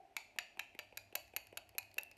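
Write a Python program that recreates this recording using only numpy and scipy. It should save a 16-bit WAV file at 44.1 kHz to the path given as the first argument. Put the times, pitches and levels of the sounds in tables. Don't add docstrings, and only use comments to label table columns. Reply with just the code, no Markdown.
import sys
import numpy as np
from scipy import signal
from scipy.fft import rfft, irfft
from scipy.io import wavfile

SR = 44100
rng = np.random.default_rng(int(sys.argv[2]) if len(sys.argv) > 2 else 0)


def store_wav(level_fs):
    pcm = np.round(np.clip(np.atleast_2d(level_fs), -1, 1) * 32767)
    wavfile.write(sys.argv[1], SR, pcm.T.astype(np.int16))


N = 95961
T = np.arange(N) / SR
HIT_T = T[:4096]

# frequency in Hz, relative level in dB.
AIR_SPECTRUM = [(20, -15), (35, 0.5), (70, 0.5), (180, -4), (330, 1), (500, -5), (680, 7.5), (1150, -12.5),
                (2500, -7.5), (3400, -16.5), (4400, -18), (10000, -27.5), (13000, -26.5), (16000, -70)]
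AIR_DB = -71.5
# frequency in Hz, full level in dB.
HUM_TONES = [(67, -81.5), (99, -77)]
HUM_WIDTH_HZ, HUM_START_DB, HUM_FULL_S = 13, -32, 0.9
# frequency in Hz, starting level in dB.
EARLY_RESONANCES = [(390, -68.5), (700, -63.5), (775, -62)]
EARLY_WIDTH_HZ, EARLY_T60_S = 40, 0.54

# frequency in Hz, relative level in dB.
TAIL_SPECTRUM = [(200, -10.5), (480, -11), (720, 2.5), (1150, -14), (1700, -15), (2600, -8.5), (3400, -14),
                 (3900, -16), (4500, -8.5), (5400, -15.5), (6800, -15), (7500, -15.5), (10000, -18),
                 (11800, -23.5), (14500, -17)]
# frequency in Hz, 60 dB decay time in seconds.
TAIL_T60 = [(200, 0.2), (800, 0.18), (2500, 0.45), (5000, 0.42), (12000, 0.32)]
# delay in seconds, level in dB.
REFLECTIONS = [(.0055, -16), (.0185, -26.5), (.0215, -26.5), (0.047, -26.5)]
TAIL_RISE_S, ECHO_CUT_HZ = 0.012, 4100

# start in seconds, thud level in dB before PAT_DB,
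# thud frequency in Hz, tick level in dB before PAT_TICK_DB.
FINGER_PATS = [(0.3616, -58.5, 348, -51.5), (.572, -54.5, 350, -49), (.749, -50.5, 360, -47.5),
               (.925, -53, 492, -56), (1.1261, -50.5, 445, -50.5), (1.3356, -51.5, 475, -50.5),
               (1.526, -48, 461, -50), (1.7498, -52, 482, -51.5), (1.9679, -53.5, 474, -58)]
# frequency in Hz, relative level in dB.
PAT_TICK_SPECTRUM = [(100, -28), (400, -17), (800, 12.5), (1200, -17), (2600, 10.5), (3400, -9),
                     (5000, -23), (8000, -18), (12000, -14), (16000, -39)]
PAT_DB, PAT_TICK_DB = -0.5, -3
PAT_RISE_S, PAT_LAG_S = 0.0012, 0.0025
PAT_KNOCK_DB, PAT_KNOCK_HZ = -13.5, 588

# start in seconds, body level in dB,
# treble level in dB, both before TICK_DB.
OPENING_TICKS = [(1.279, -66, -66), (1.470, -59.5, -57), (1.6919, -61, -55), (1.829, -57.5, -59.5),
                 (1.9139, -62.5, -68), (1.9427, -74, -53), (2.012, -65, -53), (2.0334, -83, -42.5),
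                 (2.1137, -58, -56.5), (2.169, -68, -68)]
# frequency in Hz, relative level in dB.
TICK_BODY_SPECTRUM = [(60, -58), (300, -11.5), (800, -8.5), (1200, -21), (2600, 3.5), (3400, -25),
                      (4500, -4), (8000, -24.5), (16000, -45)]
# frequency in Hz, relative level in dB.
TICK_TREBLE_SPECTRUM = [(200, -45), (2000, -14), (5000, -11), (6800, -8), (8000, -8), (10000, -7),
                        (11800, 0), (14000, -10), (16000, -18)]
TICK_DB, TICK_T60_S, TICK_TREBLE_T60_S = 5, 0.024, 0.005

CLASHES = [(0.1662, -50.5, -41.5, -39.5, -43.5, 896, -36.5, 2373, -48, 3850, .0012, -2, 4.5),
           (.3866, -49, -30, -37, -43.5, 745, -34, 2623, -37, 3870, 0.0013, -4, 1.5),
           (0.5933, -56.5, -35, -44, -48, 780, -37.5, 2476, -54, 3850, .0029, 0.5, 2),
           (0.7901, -52.5, -38, -50, -50.5, 593, -44, 2672, -48.5, 4690, 0.0045, -5, 3.5),
           (.9723, -58.5, -41, -46.5, -44, 634, -41.5, 2423, -46, 4790, .0031, 2, 1),
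           (1.1532, -50, -35, -39, -33.5, 600, -38.5, 2696, -39.5, 4450, .0024, -0.5, 1.5),
           (1.364, -50, -39, -44.5, -33.5, 820, -39, 2550, -40, 4430, .0036, -4, -2),
           (1.5726, -51.5, -40.5, -46.5, -41, 716, -41.5, 2666, -44.5, 4416, 0.0026, 1, -4.5),
           (1.7823, -51, -42.5, -42.5, -32.5, 785, -35, 2484, -39.5, 4300, .0036, -4, -4.5),
           (1.9819, -50.5, -37, -41.5, -39.5, 795, -29, 2603, -48, 4370, .0028, 1.5, -11)]
REGISTER_CENTRES = [800, 1900, 5000, 11500]
# frequency in Hz before detuning, relative level in dB,
# 60 dB decay time in seconds.
CARD_AND_CAP_MODES = [(975, -6.5, 0.021), (1370, -14.5, 0.042), (1727, -4.5, 0.015), (2225, -2.5, 0.011),
                      (3905, -5.5, 0.025), (5665, -5, 0.012), (6933, 0.5, 0.0084), (9180, -11, 0.015),
                      (11500, 2.5, 0.011), (12080, -4.5, 0.0094), (13400, -6, .005)]
# frequency in Hz, relative level in dB.
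CRACK_SPECTRUM = [(50, -22), (200, -12), (380, -2), (520, 12), (1000, -4), (2300, -2.5), (2900, 2),
                  (3300, -6), (3800, -5), (5000, -5), (10000, -12), (13000, -11), (16000, -32)]
SNAP_DB, SNAP_LOW_CUT_HZ = 5, 228
GRIP_DETUNE = 0.01
CONTACT_RISE_S = 0.00014
CHATTER_DB, CHATTER_PER_S, CHATTER_T60_S = -19, 1900, 0.036
CRACK_DB, CRACK_T60_S = 3.5, 0.012
KNOCK_DB, KNOCK_T60_S = -2, 0.03
NOTE_DB, NOTE_T60_S = -0.5, 0.021
SECOND_CAP_DB, SECOND_CAP_ABOVE_HZ = -7, 200
OVERTONE_DB, OVERTONE_T60_S = -1, 0.017
THROW_ABOVE_HZ = 3100

CUTOFF_HZ = 16300


def amp(db):
    return 10 ** (np.asarray(db) / 20)


def rms_one(x):
    return x / np.sqrt(np.mean(x ** 2) + 1e-20)


def at_hz(points, hz):
    f, v = np.transpose(points)
    return np.interp(np.log(np.maximum(hz, 1)), np.log(f), v)


def dying(t, t60):
    return np.exp(-np.log(1000) * t / t60)


def tint(x, points):
    f = np.fft.rfftfreq(len(x), 1 / SR)
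    return irfft(rfft(x) * amp(at_hz(points, f)), len(x))


def noise(points, size):
    return rms_one(tint(rng.standard_normal(size), points))


def narrow(hz, width_hz):
    f = np.fft.rfftfreq(N, 1 / SR)
    resonance = 1 / (1 + (2 * (f - hz) / width_hz) ** 2)
    return rms_one(irfft(rfft(rng.standard_normal(N)) * resonance, N))


def add(out, s, x):
    i = int(np.clip(s * SR, 0, len(out) - 1))
    out[i:i + len(x)] += x[:len(out) - i]


def background():
    hum = sum(amp(db) * narrow(hz, HUM_WIDTH_HZ) for hz, db in HUM_TONES)
    hum = hum * amp(HUM_START_DB * np.clip(1 - T / HUM_FULL_S, 0, 1))
    early = sum(amp(db) * narrow(hz, EARLY_WIDTH_HZ) for hz, db in EARLY_RESONANCES)
    return amp(AIR_DB) * noise(AIR_SPECTRUM, N) + hum + early * dying(T, EARLY_T60_S)


def room(x):
    t = T[:SR]
    f = np.fft.rfftfreq(SR, 1 / SR)
    diffuse = rfft(tint(rng.standard_normal(SR), TAIL_SPECTRUM))
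    response = np.zeros(SR)
    edges = np.geomspace(60, 18000, 13)
    for low, high in zip(edges, edges[1:]):
        band = irfft(diffuse * ((f >= low) & (f < high)), SR)
        fade = dying(t, at_hz(TAIL_T60, np.sqrt(low * high))) * np.clip(t / TAIL_RISE_S, 0, 1)
        response += band * fade / np.linalg.norm(fade)
    low_pass = signal.butter(1, ECHO_CUT_HZ, fs=SR)
    echo = signal.lfilter(*low_pass, signal.unit_impulse(64))
    for s, db in REFLECTIONS:
        add(response, s, amp(db) * echo)
    return signal.fftconvolve(x, response)[:N]


def tick(spectrum, t60):
    rise = 1 - np.exp(-HIT_T / CONTACT_RISE_S)
    return noise(spectrum, len(HIT_T)) * dying(HIT_T, t60) * rise


def finger_pats():
    out = np.zeros(N)
    swell = HIT_T / PAT_RISE_S * np.exp(1 - HIT_T / PAT_RISE_S)
    knock = amp(PAT_KNOCK_DB) * np.sin(2 * np.pi * PAT_KNOCK_HZ * HIT_T)
    for s, db, hz, tick_db in FINGER_PATS:
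        thud = np.sin(2 * np.pi * hz * HIT_T) + knock
        add(out, s, amp(tick_db + PAT_TICK_DB) * tick(PAT_TICK_SPECTRUM, TICK_T60_S))
        add(out, s + PAT_LAG_S, amp(db + PAT_DB) * swell * thud)
    return out


def opening_ticks():
    out = np.zeros(N)
    for s, body_db, treble_db in OPENING_TICKS:
        body = amp(body_db) * tick(TICK_BODY_SPECTRUM, TICK_T60_S)
        treble = amp(treble_db) * tick(TICK_TREBLE_SPECTRUM, TICK_TREBLE_T60_S)
        add(out, s, amp(TICK_DB) * (body + treble))
    return out


def snap(colour, notes, again_s, again_db):
    size = len(HIT_T)
    contacts = np.zeros(size)
    add(contacts, 0, np.ones(1))
    add(contacts, again_s, amp([again_db]))
    contacts /= np.linalg.norm(contacts)
    chatter = (rng.random(size) < CHATTER_PER_S / SR) * dying(HIT_T, CHATTER_T60_S)
    rise = 1 - np.exp(-HIT_T / CONTACT_RISE_S)

    modes = []
    for hz, db, t60 in CARD_AND_CAP_MODES:
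        detuned_hz = hz * (1 + GRIP_DETUNE * rng.normal())
        modes.append((detuned_hz, db + at_hz(colour, hz), t60))

    out = np.zeros(size)
    for hz, db, t60 in modes + notes:
        force = contacts * rng.choice([-1, 1], size)
        force = force + amp(CHATTER_DB) * chatter * rng.standard_normal(size)
        mode = np.sin(2 * np.pi * hz * HIT_T) * dying(HIT_T, t60) * rise
        ringing = signal.fftconvolve(force, mode)[:size]
        out += amp(db) * rms_one(ringing) * mode.std()

    crack_energy = (rise * dying(HIT_T, CRACK_T60_S)) ** 2
    shape = np.sqrt(np.abs(signal.fftconvolve(contacts ** 2, crack_energy)[:size]))
    out += amp(CRACK_DB) * shape * tint(noise(CRACK_SPECTRUM, size), colour)
    high_pass = signal.butter(2, SNAP_LOW_CUT_HZ, "high", fs=SR, output="sos")
    return amp(SNAP_DB) * signal.sosfilt(high_pass, out)


def castanet():
    direct, sent = np.zeros((2, N))
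    high_pass = signal.butter(1, THROW_ABOVE_HZ, "high", fs=SR)
    for (s, *levels, knock_hz, note_db, note_hz, over_db, over_hz,
         again_s, again_db, throw_db) in CLASHES:
        notes = [(knock_hz, levels[0] + KNOCK_DB, KNOCK_T60_S),
                 (note_hz, note_db + NOTE_DB, NOTE_T60_S),
                 (note_hz + SECOND_CAP_ABOVE_HZ, note_db + SECOND_CAP_DB, NOTE_T60_S),
                 (over_hz, over_db + OVERTONE_DB, OVERTONE_T60_S)]
        colour = list(zip(REGISTER_CENTRES, levels))
        hit = snap(colour, notes, again_s, again_db)
        treble = signal.lfilter(*high_pass, hit)
        add(direct, s, hit)
        add(sent, s, hit + (amp(throw_db) - 1) * treble)
    return direct, sent


def scene():
    snaps, sent = castanet()
    hand = finger_pats() + opening_ticks()
    return (snaps + hand + room(sent + hand) + background())[None]


def record(dry):
    return signal.sosfiltfilt(signal.butter(12, CUTOFF_HZ, fs=SR, output="sos"), dry)


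dry = scene()
out = record(dry)
store_wav(out)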